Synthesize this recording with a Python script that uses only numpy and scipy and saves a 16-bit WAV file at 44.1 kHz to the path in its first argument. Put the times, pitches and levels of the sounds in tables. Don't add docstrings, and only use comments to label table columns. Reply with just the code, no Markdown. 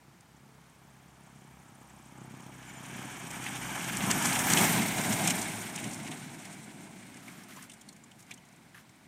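import sys
import numpy as np
from scipy import signal
from scipy.fft import rfft, irfft, next_fast_len
from scipy.io import wavfile
from scipy.ndimage import uniform_filter1d, map_coordinates

SR = 44100
rng = np.random.default_rng(int(sys.argv[2]) if len(sys.argv) > 2 else 0)


def invert_db(level):
    return 10 ** (np.asarray(level, dtype=float) / 20)


def int16_out(signal):
    q = np.round(np.clip(np.atleast_2d(signal).T, -1, 1) * 32767)
    wavfile.write(sys.argv[1], SR, q.astype(np.int16))


N = 399987

# frequency in Hz, level in dB per Hz.
FLOOR_SPECTRUM = [(18, -55), (45, -27), (140, -4), (379, -22.5), (876, -18.5), (2300, -21.5), (2700, -26.5),
                  (7480, -30.5), (15900, -36.5)]
SOLE_SPECTRUM = [(600, -34), (1000, -2.5), (1500, -1), (2200, -5), (3200, -8), (6500, -20)]
BRUSH_SPECTRUM = [(3000, -17), (5500, -3), (9500, -4), (10500, -2), (12500, -3), (13500, -8), (15600, -5)]
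DULL_SPECTRUM = [(700, 6), (1300, -7.5), (2200, 7), (3200, 5), (5000, -11.5), (8000, -60)]
BRIGHT_SPECTRUM = [(3000, -13), (4500, -7.5), (5600, -0.5), (6500, 1.5), (9000, 1), (11000, -11),
                   (15500, -15)]
FLICK_SPECTRUM = [(1500, -20), (2400, -11), (4400, -13), (6500, 4), (9300, -7), (10900, -14), (12500, -3),
                  (15800, -8)]
RUMBLE_SPECTRUM = [(18, -62), (36, -35), (75, -20), (101, -7), (177, 3), (210, 2), (300, -3.5),
                   (393, -10.5), (444, -22), (560, -17.5), (730, -15), (1230, -120)]
CABIN_AHEAD = [(250, -1), (420, -8.5), (449, -14), (542, -9), (640, -2.5), (788, 1.5), (950, 0.5),
               (1150, -3.5), (1300, -2.5), (1690, -19), (2860, -120)]
CABIN_BEHIND = [(250, -14), (430, -3), (520, -12), (650, 1), (780, 2.5), (950, -0.5), (1200, -7.5),
                (1800, -22)]
PANELS_AHEAD = [(680, -12), (1150, -13), (1470, -3), (1670, 0.5), (1950, -5.5), (2260, -0.5), (2680, -7.5),
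                (3160, -5), (3600, -11.5), (4100, -17.5), (5200, -16.5), (6760, -13), (11400, -120)]
PANELS_BEHIND = [(680, -56), (1150, -10.5), (1510, 1), (1860, -2.5), (2180, 3.5), (2500, -3.5), (3180, -6),
                 (3840, -7.5), (4910, -13), (5200, -10.5), (6760, -43), (11400, -120)]
HISS_SPECTRUM = [(2940, -27), (5050, -14), (5500, -1), (5870, -0.5), (6370, -1), (8560, 3), (9560, 1),
                 (10800, -13), (14000, -23), (22000, -120)]
SHEEN_SPECTRUM = [(6000, -44), (10200, -14), (10800, -3), (11900, 3.5), (13900, 1), (14600, 4), (15900, -7)]

# start in seconds, hold in seconds, sole in dB, brushed stalks in dB.
SCUFFS = [
    (7.218, 0.22, -58, -62),
    (7.48, 0.17, -57.5, -59),
    (8.183, 0.027, -68, -63),
    (8.288, 0.012, -57, -65),
    (8.742, 0.062, -58.5, -63.5),
]
# start in seconds, peak in dB, ring in Hz, crunch in dB, crunch in Hz.
SNAPS = [(7.141, -39, 7500, -7, 1690), (7.1694, -40.5, 8230, -10, 2160), (7.2805, -39, 8880, -1.5, 2220),
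         (7.435, -41, 5500, -21, 2220), (7.505, -43, 4120, -8, 3070), (7.521, -51, 6000, 3, 2000),
         (7.534, -44, 8000, -20, 2000), (7.562, -39, 7000, -20, 2000), (7.571, -52.5, 6900, 9, 1020),
         (7.58, -55, 6900, 6, 1090), (7.59, -56, 6900, 2, 1730), (7.624, -35, 9400, -14.5, 2080),
         (7.6394, -43, 8120, -18, 2150), (7.6965, -34.5, 8600, -11.5, 2870), (7.716, -37, 8600, -16, 3520),
         (7.735, -36.5, 8800, -21.5, 1620), (7.8116, -36, 7250, -17, 3280),
         (7.8872, -35.5, 8700, -11, 4300), (7.926, -41, 6400, -20, 1130), (7.9628, -43.5, 7200, -14, 2230),
         (8.0375, -41, 7040, -21, 1140), (8.113, -44.5, 7690, -9, 3060), (8.192, -45, 6300, -19, 2210),
         (8.203, -42, 6800, -19, 2210), (8.2248, -42.5, 6250, -12, 2240), (8.264, -48.5, 6000, -15, 2200),
         (8.3085, -34.5, 6700, -5.5, 2360), (8.313, -41.5, 4440, -2, 3470), (8.338, -35.5, 8340, -34, 2300),
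         (8.3754, -47, 6440, -13, 3040), (8.452, -49, 6500, -20, 2210), (8.486, -47, 6000, -20, 2220),
         (8.524, -48, 6300, -18, 2200), (8.561, -48, 7700, -20, 2200), (8.744, -51, 9200, 4.5, 1760),
         (8.7755, -50, 8900, -1, 1600), (8.892, -46.5, 4100, -17, 2200)]
# time in seconds, pitch in Hz, level in dB.
WHEEL_SQUEAK = [
    (2.64, 7610, -120),
    (2.665, 7450, -61),
    (2.69, 7080, -52),
    (2.73, 7000, -62),
    (2.78, 7050, -51),
    (2.81, 7400, -70),
    (2.84, 7600, -120),
]
# time in seconds, pitch in Hz, level in dB.
BRAKE_SQUEAL = [
    (5.0, 8800, -120),
    (5.13, 8800, -44),
    (5.2, 8760, -52),
    (5.29, 8720, -43),
    (5.42, 8900, -60),
    (5.46, 9400, -53),
    (5.75, 9400, -58),
    (6, 9350, -62),
    (6.3, 9300, -120),
]
# time in seconds, peak in dB,
# bright over dull in dB.
RATTLE_HITS = [(3.4625, -23.5, -3), (3.8077, -27, -6), (3.8402, -21.5, 5), (4.0033, -32, -26), (4.0387, -19, -2),
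               (4.1041, -10, 3.5), (4.2464, -21, 23), (4.3534, -14.5, 2), (4.5002, -11.5, 9), (4.5214, -11, 11),
               (4.5686, -6, 1), (4.6414, -9, 5), (5.0365, -18, -4), (5.1034, -21, 3), (5.1234, -19.5, 17),
               (5.2535, -14.5, 3), (5.275, -12.5, 6.5), (5.2984, -14, 8), (5.4127, -22.5, 21), (5.5484, -34, 3),
               (5.7538, -23, 5), (5.7753, -23.5, -3), (5.7904, -30, 6), (5.8391, -23, 1), (5.9065, -31.5, 17),
               (5.9294, -29, 16), (5.9723, -34, 14.5), (6.0664, -25, 2), (6.114, -25, 0), (6.4484, -31.5, 8),
               (2.3087, -46, 3), (2.3396, -39, 3), (2.3994, -41, 7), (2.4304, -44, 8), (2.4604, -41, 7),
           (2.6264, -40, -1), (2.8344, -42, 3), (2.9964, -36, 3), (3.3034, -29, 6), (3.4301, -28, -3),
           (3.5558, -23.5, -1), (3.6794, -41, 3), (3.7444, -38, 0), (3.9389, -29, 7), (3.9664, -24, 10),
           (4.2213, -17, 6), (4.2814, -20.5, 18), (4.3204, -16, 2), (4.3894, -15, 6), (4.4244, -31, 12),
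           (4.7784, -19, -9), (4.9197, -24, 3), (4.9566, -29, 3), (4.9844, -27, 5), (5.4974, -32, 0),
           (6.0484, -29, 3), (6.2094, -46, 5), (6.3904, -32.5, 5), (6.5246, -36, 12), (6.5809, -45, 3),
           (6.8124, -48, 3)]
# time in seconds, lift of the rumble in dB, length in seconds.
BUMPS = [(1.685, 0.5, .08), (2.2, 4.5, 0.035), (2.4, 5.5, 0.18), (3.005, 4.5, 0.1), (3.765, 2, 0.018),
         (4.103, 7, 0.093), (4.254, 3, 0.052), (4.598, 6, 0.069), (4.79, 6.5, 0.091), (4.993, 6, 0.013),
         (5.1, 5, 0.041), (5.257, 4.5, 0.12), (5.396, 2, 0.016), (5.865, 5, 0.038), (6.04, 6.5, 0.12),
         (6.82, 3, 0.076), (7.3, 1.5, 0.19), (7.904, 3, 0.057), (8.33, 4.5, 0.059), (8.723, 0.5, 0.041),
         (8.982, -1.5, 0.044)]
# time in seconds, level in dB.
NEARNESS = [(0.0, -59), (1.26, -54.5), (2.02, -51.5), (2.4, -50.5), (2.88, -44), (3.03, -43), (3.99, -35.5),
            (4.22, -32.5), (4.65, -28.5), (4.83, -34), (5.23, -33), (5.46, -36.5), (5.96, -43),
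            (6.11, -43.5), (6.74, -48), (7.4, -50.5), (7.96, -56), (9.07, -57)]
# time in seconds, rate in Hz.
FIRING = [(0.0, 34.15), (1.5, 33.15), (1.85, 32.4), (2.8, 32.2), (3.6, 31.58), (4.2, 30.0), (5.4, 27.3),
          (5.7, 27.12), (6.3, 28.24), (6.6, 28.38), (7.5, 26.34), (8.4, 26.75), (9.07, 26.7)]
# time in seconds, share from 0 to 1.
REGULARITY = [(0, .66), (1, .78), (2.1, .74), (2.5, .48), (3.1, .4), (4.6, .12), (5, .07), (9.07, .06)]
# centre in Hz, width in Hz, level in dB.
PIPE = [(141, 75, 19.5), (213, 81, 13), (317, 80, 1.5), (433, 37, -26)]
# engine order, level in dB over the fourth order.
OVERTONES = [(5, -13), (6, -7), (7, -7), (10, -6), (13, -8)]
# time in seconds, share from 0 to 1.
DROPOUT_SHARE = [(0, .2), (2.2, .22), (2.9, .55), (4.25, .6), (4.5, .15), (5.1, .2), (5.4, .5), (6.4, .35),
                 (6.9, .22), (7.6, .2), (7.75, .35), (8.4, .25), (9.07, .2)]
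# frequency in Hz, readiness to vanish.
DROPOUT_BANDS = [(0, 0), (3800, 0), (4800, .12), (5600, 0), (9500, .02), (10600, .4), (11600, .2),
                 (13500, .3), (14600, .5), (15200, 1.5), (22050, 2)]

TURNED_S, TURNING_S = 5.7, 0.37


def unit(x):
    return x / np.sqrt(np.mean(x ** 2) + 1e-20)


def noise():
    return rng.standard_normal(N)


def curves(rows):
    s, *columns = np.transpose(rows)
    return [np.interp(np.arange(N) / SR, s, column) for column in columns]


def wobble(rate):
    coarse = np.arange(0, N + 16, 16)
    knots = rng.standard_normal(int(N * rate / SR) + 4)
    return np.interp(np.arange(N), coarse, map_coordinates(knots, [coarse * rate / SR]))


def after(s, width_s):
    return 1 / (1 + np.exp((s - np.arange(N) / SR) / width_s))


def filtered(x, response):
    m = next_fast_len(N + SR // 2)
    return irfft(rfft(x, m) * response(np.fft.rfftfreq(m, 1 / SR)), m)[:N]


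def coloured(x, spectrum):
    f, db = np.transpose(spectrum)
    return unit(filtered(x, lambda hz: invert_db(np.interp(np.log(hz + 1), np.log(f + 1), db, -120, -120))))


def lumpy(spectrum, depth_db, rate):
    return coloured(invert_db(depth_db * wobble(rate)) * noise(), spectrum)


def meadow():
    return invert_db(-62) * coloured(noise(), FLOOR_SPECTRUM)


def foot_scuffs():
    t, sole, brush = np.arange(N) / SR, 0, 0
    for s, hold, sole_db, brush_db in SCUFFS:
        rise = np.clip((t - s) / 0.0074, 0, 1)
        shape = rise * invert_db(-500 * np.clip(t - s - hold, 0, 1))
        sole = sole + invert_db(sole_db) * shape
        brush = brush + invert_db(brush_db) * shape
    return sole * lumpy(SOLE_SPECTRUM, depth_db=1.5, rate=150) + brush * coloured(noise(), BRUSH_SPECTRUM)


def stalk_snaps():
    out, t = np.zeros(N + SR), np.arange(SR // 8) / SR
    spit, crush = coloured(noise(), BRIGHT_SPECTRUM), coloured(noise(), DULL_SPECTRUM)
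    narrow = coloured(noise(), [(1, 3), (400, -15), (1000, -22)])
    broad = coloured(noise(), [(1, 4), (200, -10), (700, -18)])
    for s, db, ring_hz, crunch_db, crunch_hz in SNAPS:
        k = round((s - 0.001197) * SR)
        rise = invert_db(db + 4.5) * (1 - np.exp(-t / 0.0024)) ** 2
        fall_db = -60 * t / 0.032
        ring = narrow[k:][:len(t)] * np.sin(2 * np.pi * ring_hz * t)
        crunch = broad[-k:][:len(t)] * np.sin(2 * np.pi * crunch_hz * t) + 0.25 * crush[k:][:len(t)]
        bright = invert_db(fall_db - 7.5) * spit[k:][:len(t)] + invert_db(fall_db - 9.5) * ring
        out[k:][:len(t)] += rise * (bright + invert_db(0.67 * fall_db + crunch_db + 2.5) * crunch)
    out[round(.208 * SR):][:len(t)] += invert_db(-52 - 60 * t / .02) * spit[:len(t)]
    return out[:N]


def squeal(rows, blur_hz):
    hz, db = curves(rows)
    uneven = np.clip(blur_hz / 150, 0, 1)
    grip = 1 - uneven + uneven * wobble(blur_hz)
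    return invert_db(db) * grip * np.sin(2 * np.pi * np.cumsum(hz) / SR)


def wheels():
    return squeal(WHEEL_SQUEAK, blur_hz=35) + 1.5 * squeal(BRAKE_SQUEAL, blur_hz=260)


def part_db(abreast_db, growth, behind_db, far_db):
    near_db, = curves(NEARNESS)
    level = abreast_db + growth * (near_db - near_db.max())
    over_grass = 1 - after(2.3, 0.096)
    return level + behind_db * after(TURNED_S, TURNING_S) + far_db * over_grass


def fairing_flicks():
    when, size = rng.random((2, int(160 * N / SR)))
    strength = invert_db(-6 * np.log(size + .05))
    hits = np.bincount((when * (N - 1)).astype(int), strength, N)
    decay = invert_db(-60 * np.arange(SR // 50) / SR / 0.003)
    gate = signal.fftconvolve(hits, decay)[:N]
    return invert_db(part_db(-46.5, 1.3, 0.3, -2)) * coloured(gate * noise(), FLICK_SPECTRUM)


def rattles():
    dull, bright, t = np.zeros(N + SR), np.zeros(N + SR), np.arange(SR // 10) / SR
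    shape = (1 - np.exp(-t / 0.0072)) ** 2 * invert_db(-60 * t / 0.069)
    for s, db, tilt_db in np.array(RATTLE_HITS):
        k = round((s - .004) * SR)
        dull[k:][:len(t)] += invert_db(db - tilt_db / 2 - 5.5) * shape
        bright[k:][:len(t)] += invert_db(db + tilt_db / 2 - 4.5) * shape ** 1.265
    metal = dull[:N] * lumpy(DULL_SPECTRUM, depth_db=4.0, rate=430)
    return metal + bright[:N] * lumpy(BRIGHT_SPECTRUM, depth_db=5.5, rate=280)


def ground_bumps():
    t = np.arange(0, N, 16) / SR
    swell_db = sum(db * np.exp(-((t - s) / length) ** 2) for s, db, length in BUMPS)
    return np.interp(np.arange(N) / SR, t, swell_db)


def tyre_rumble():
    roll = lumpy(RUMBLE_SPECTRUM, depth_db=0.3, rate=42)
    bass = filtered(roll, lambda hz: 1 / (1 + (hz / 77.5) ** 4))
    return roll - after(TURNED_S, TURNING_S) * bass


def cabin_drumming(turns, past, regular, bump_db):
    puff = invert_db(3.1 * regular * np.cos(2 * np.pi * turns - .6))
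    fore = lumpy(CABIN_AHEAD, depth_db=1.6, rate=50)
    aft = lumpy(CABIN_BEHIND, depth_db=1.6, rate=50)
    level_db = part_db(-34.5, 1.22, -1.2, 2) + 0.61 * bump_db
    return invert_db(level_db) * puff * (np.sqrt(1 - past) * fore + np.sqrt(past) * aft)


def panel_buzz(past, skin_db):
    front = lumpy(PANELS_AHEAD, depth_db=1.34, rate=60)
    back = lumpy(PANELS_BEHIND, depth_db=1.34, rate=60)
    return invert_db(part_db(-31.5, 1.21, -1.5, -5) + skin_db) * (np.sqrt(1 - past) * front + np.sqrt(past) * back)


def blade_swish(turns, regular):
    hz, t, z = signal.stft(noise(), SR, nperseg=128, noverlap=96)
    at = np.minimum((t * SR).astype(int), N - 1)
    hz = hz[:, None]
    angle = 2 * np.pi * (turns[at] - .11 * hz / 1000)
    tip_hz = 8300 + 900 * wobble(25)[at]
    patch = sum(np.exp(-((hz - k * tip_hz) / 1100) ** 2) for k in (1, 1.5))
    depth_db = 13.5 * np.maximum(regular[at] - .03, 0)
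    blade = np.maximum(np.cos(angle), 0) * (1.5 + 0.08 * np.cos(angle / 2))
    gate = invert_db(depth_db * patch * blade)
    gate /= np.sqrt(uniform_filter1d(gate ** 2, 200, 1))
    return signal.istft(z * gate, SR, nperseg=128, noverlap=96)[1][:N]


def propeller_hiss(turns, regular, skin_db):
    air = blade_swish(turns, regular)
    hiss = coloured(invert_db(1.52 * wobble(90)) * air, HISS_SPECTRUM)
    sheen = coloured(invert_db(2.5 * wobble(120)) * air, SHEEN_SPECTRUM)
    return invert_db(part_db(-32.5, 1.49, 3, 1) + skin_db) * hiss + invert_db(part_db(-38.5, 1.82, -2.5, 1) + skin_db) * sheen


def pipe_response(f):
    modes = sum(invert_db(db) * 1j * f * w / (c * c - f * f + 1j * f * w) for c, w, db in PIPE)
    return modes * (1j * f / (105 + 1j * f)) ** 3 / (1 + 1j * f / 420) ** 3


def exhaust_pops(turns):
    at = np.flatnonzero(np.diff(np.floor(turns)))
    size, late = rng.standard_normal((2, len(at)))
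    late_samples = (0.00025 * SR * late).astype(int)
    pops = np.zeros(N)
    pops[np.clip(at + late_samples, 0, N - 1)] = invert_db(2.2 * size + 0.46 * (-1) ** np.arange(len(at)))
    return unit(filtered(pops, pipe_response))


def engine_orders(turns, regular, surge_db):
    second_db = part_db(-56.5, .5, -9.5, 1.5)
    fourth_db = part_db(-46.5, 0.64, -8.5, -0.2)
    second = invert_db(second_db + 3.0 * wobble(11)) * np.sin(4 * np.pi * turns)
    fourth = invert_db(fourth_db - 1.2 + surge_db + 2.6 * wobble(14)) * np.sin(8 * np.pi * turns + .25 * wobble(5))
    lagged = turns - 0.025
    upper = sum(invert_db(db + 3.5 * wobble(7)) * np.sin(2 * np.pi * k * lagged) for k, db in OVERTONES)
    return second + fourth + invert_db(fourth_db - 0.5 - 5.9 * after(1.5, .3)) * regular * upper


def plane():
    turns = np.cumsum(curves(FIRING)[0]) / SR + .22
    regular, = curves(REGULARITY)
    bump_db = ground_bumps()
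    skin_db = 0.21 * bump_db
    past = after(4.55, 0.077)
    surge_db = 2.4 * wobble(5)
    pops = np.sqrt(regular) * invert_db(.7 * surge_db) * exhaust_pops(turns)
    low = pops + np.sqrt(1 - regular) * tyre_rumble()
    rolling = invert_db(part_db(-33.5, 1.11, 4, 1) + bump_db) * low
    shake = invert_db(1.07 * wobble(70))
    skin = shake * (panel_buzz(past, skin_db) + propeller_hiss(turns, regular, skin_db))
    cabin = cabin_drumming(turns, past, regular, bump_db)
    return rolling + cabin + skin - engine_orders(turns, regular, surge_db)


def scene():
    near = meadow() + foot_scuffs() + stalk_snaps()
    return (near + wheels() + fairing_flicks() + rattles() + plane())[None]


def treble_dropouts(x):
    hz, t, z = signal.stft(x, SR, nperseg=1024)
    luck = rng.random((len(hz) // 4 + 1, len(t) // 3 + 1))
    luck = np.repeat(np.repeat(luck, 4, 0), 3, 1)[:len(hz), :len(t)]
    readiness = np.interp(hz, *np.transpose(DROPOUT_BANDS))[:, None]
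    gone = luck < readiness * np.interp(t, *np.transpose(DROPOUT_SHARE))
    return signal.istft(z * np.where(gone, .02, 1), SR, nperseg=1024)[1][..., :N]


def band_limit(x):
    return signal.sosfilt(signal.butter(12, 15700, fs=SR, output="sos"), x)


def record(dry):
    mix = treble_dropouts(dry)
    return band_limit(mix)


dry = scene()
out = record(dry)
int16_out(out)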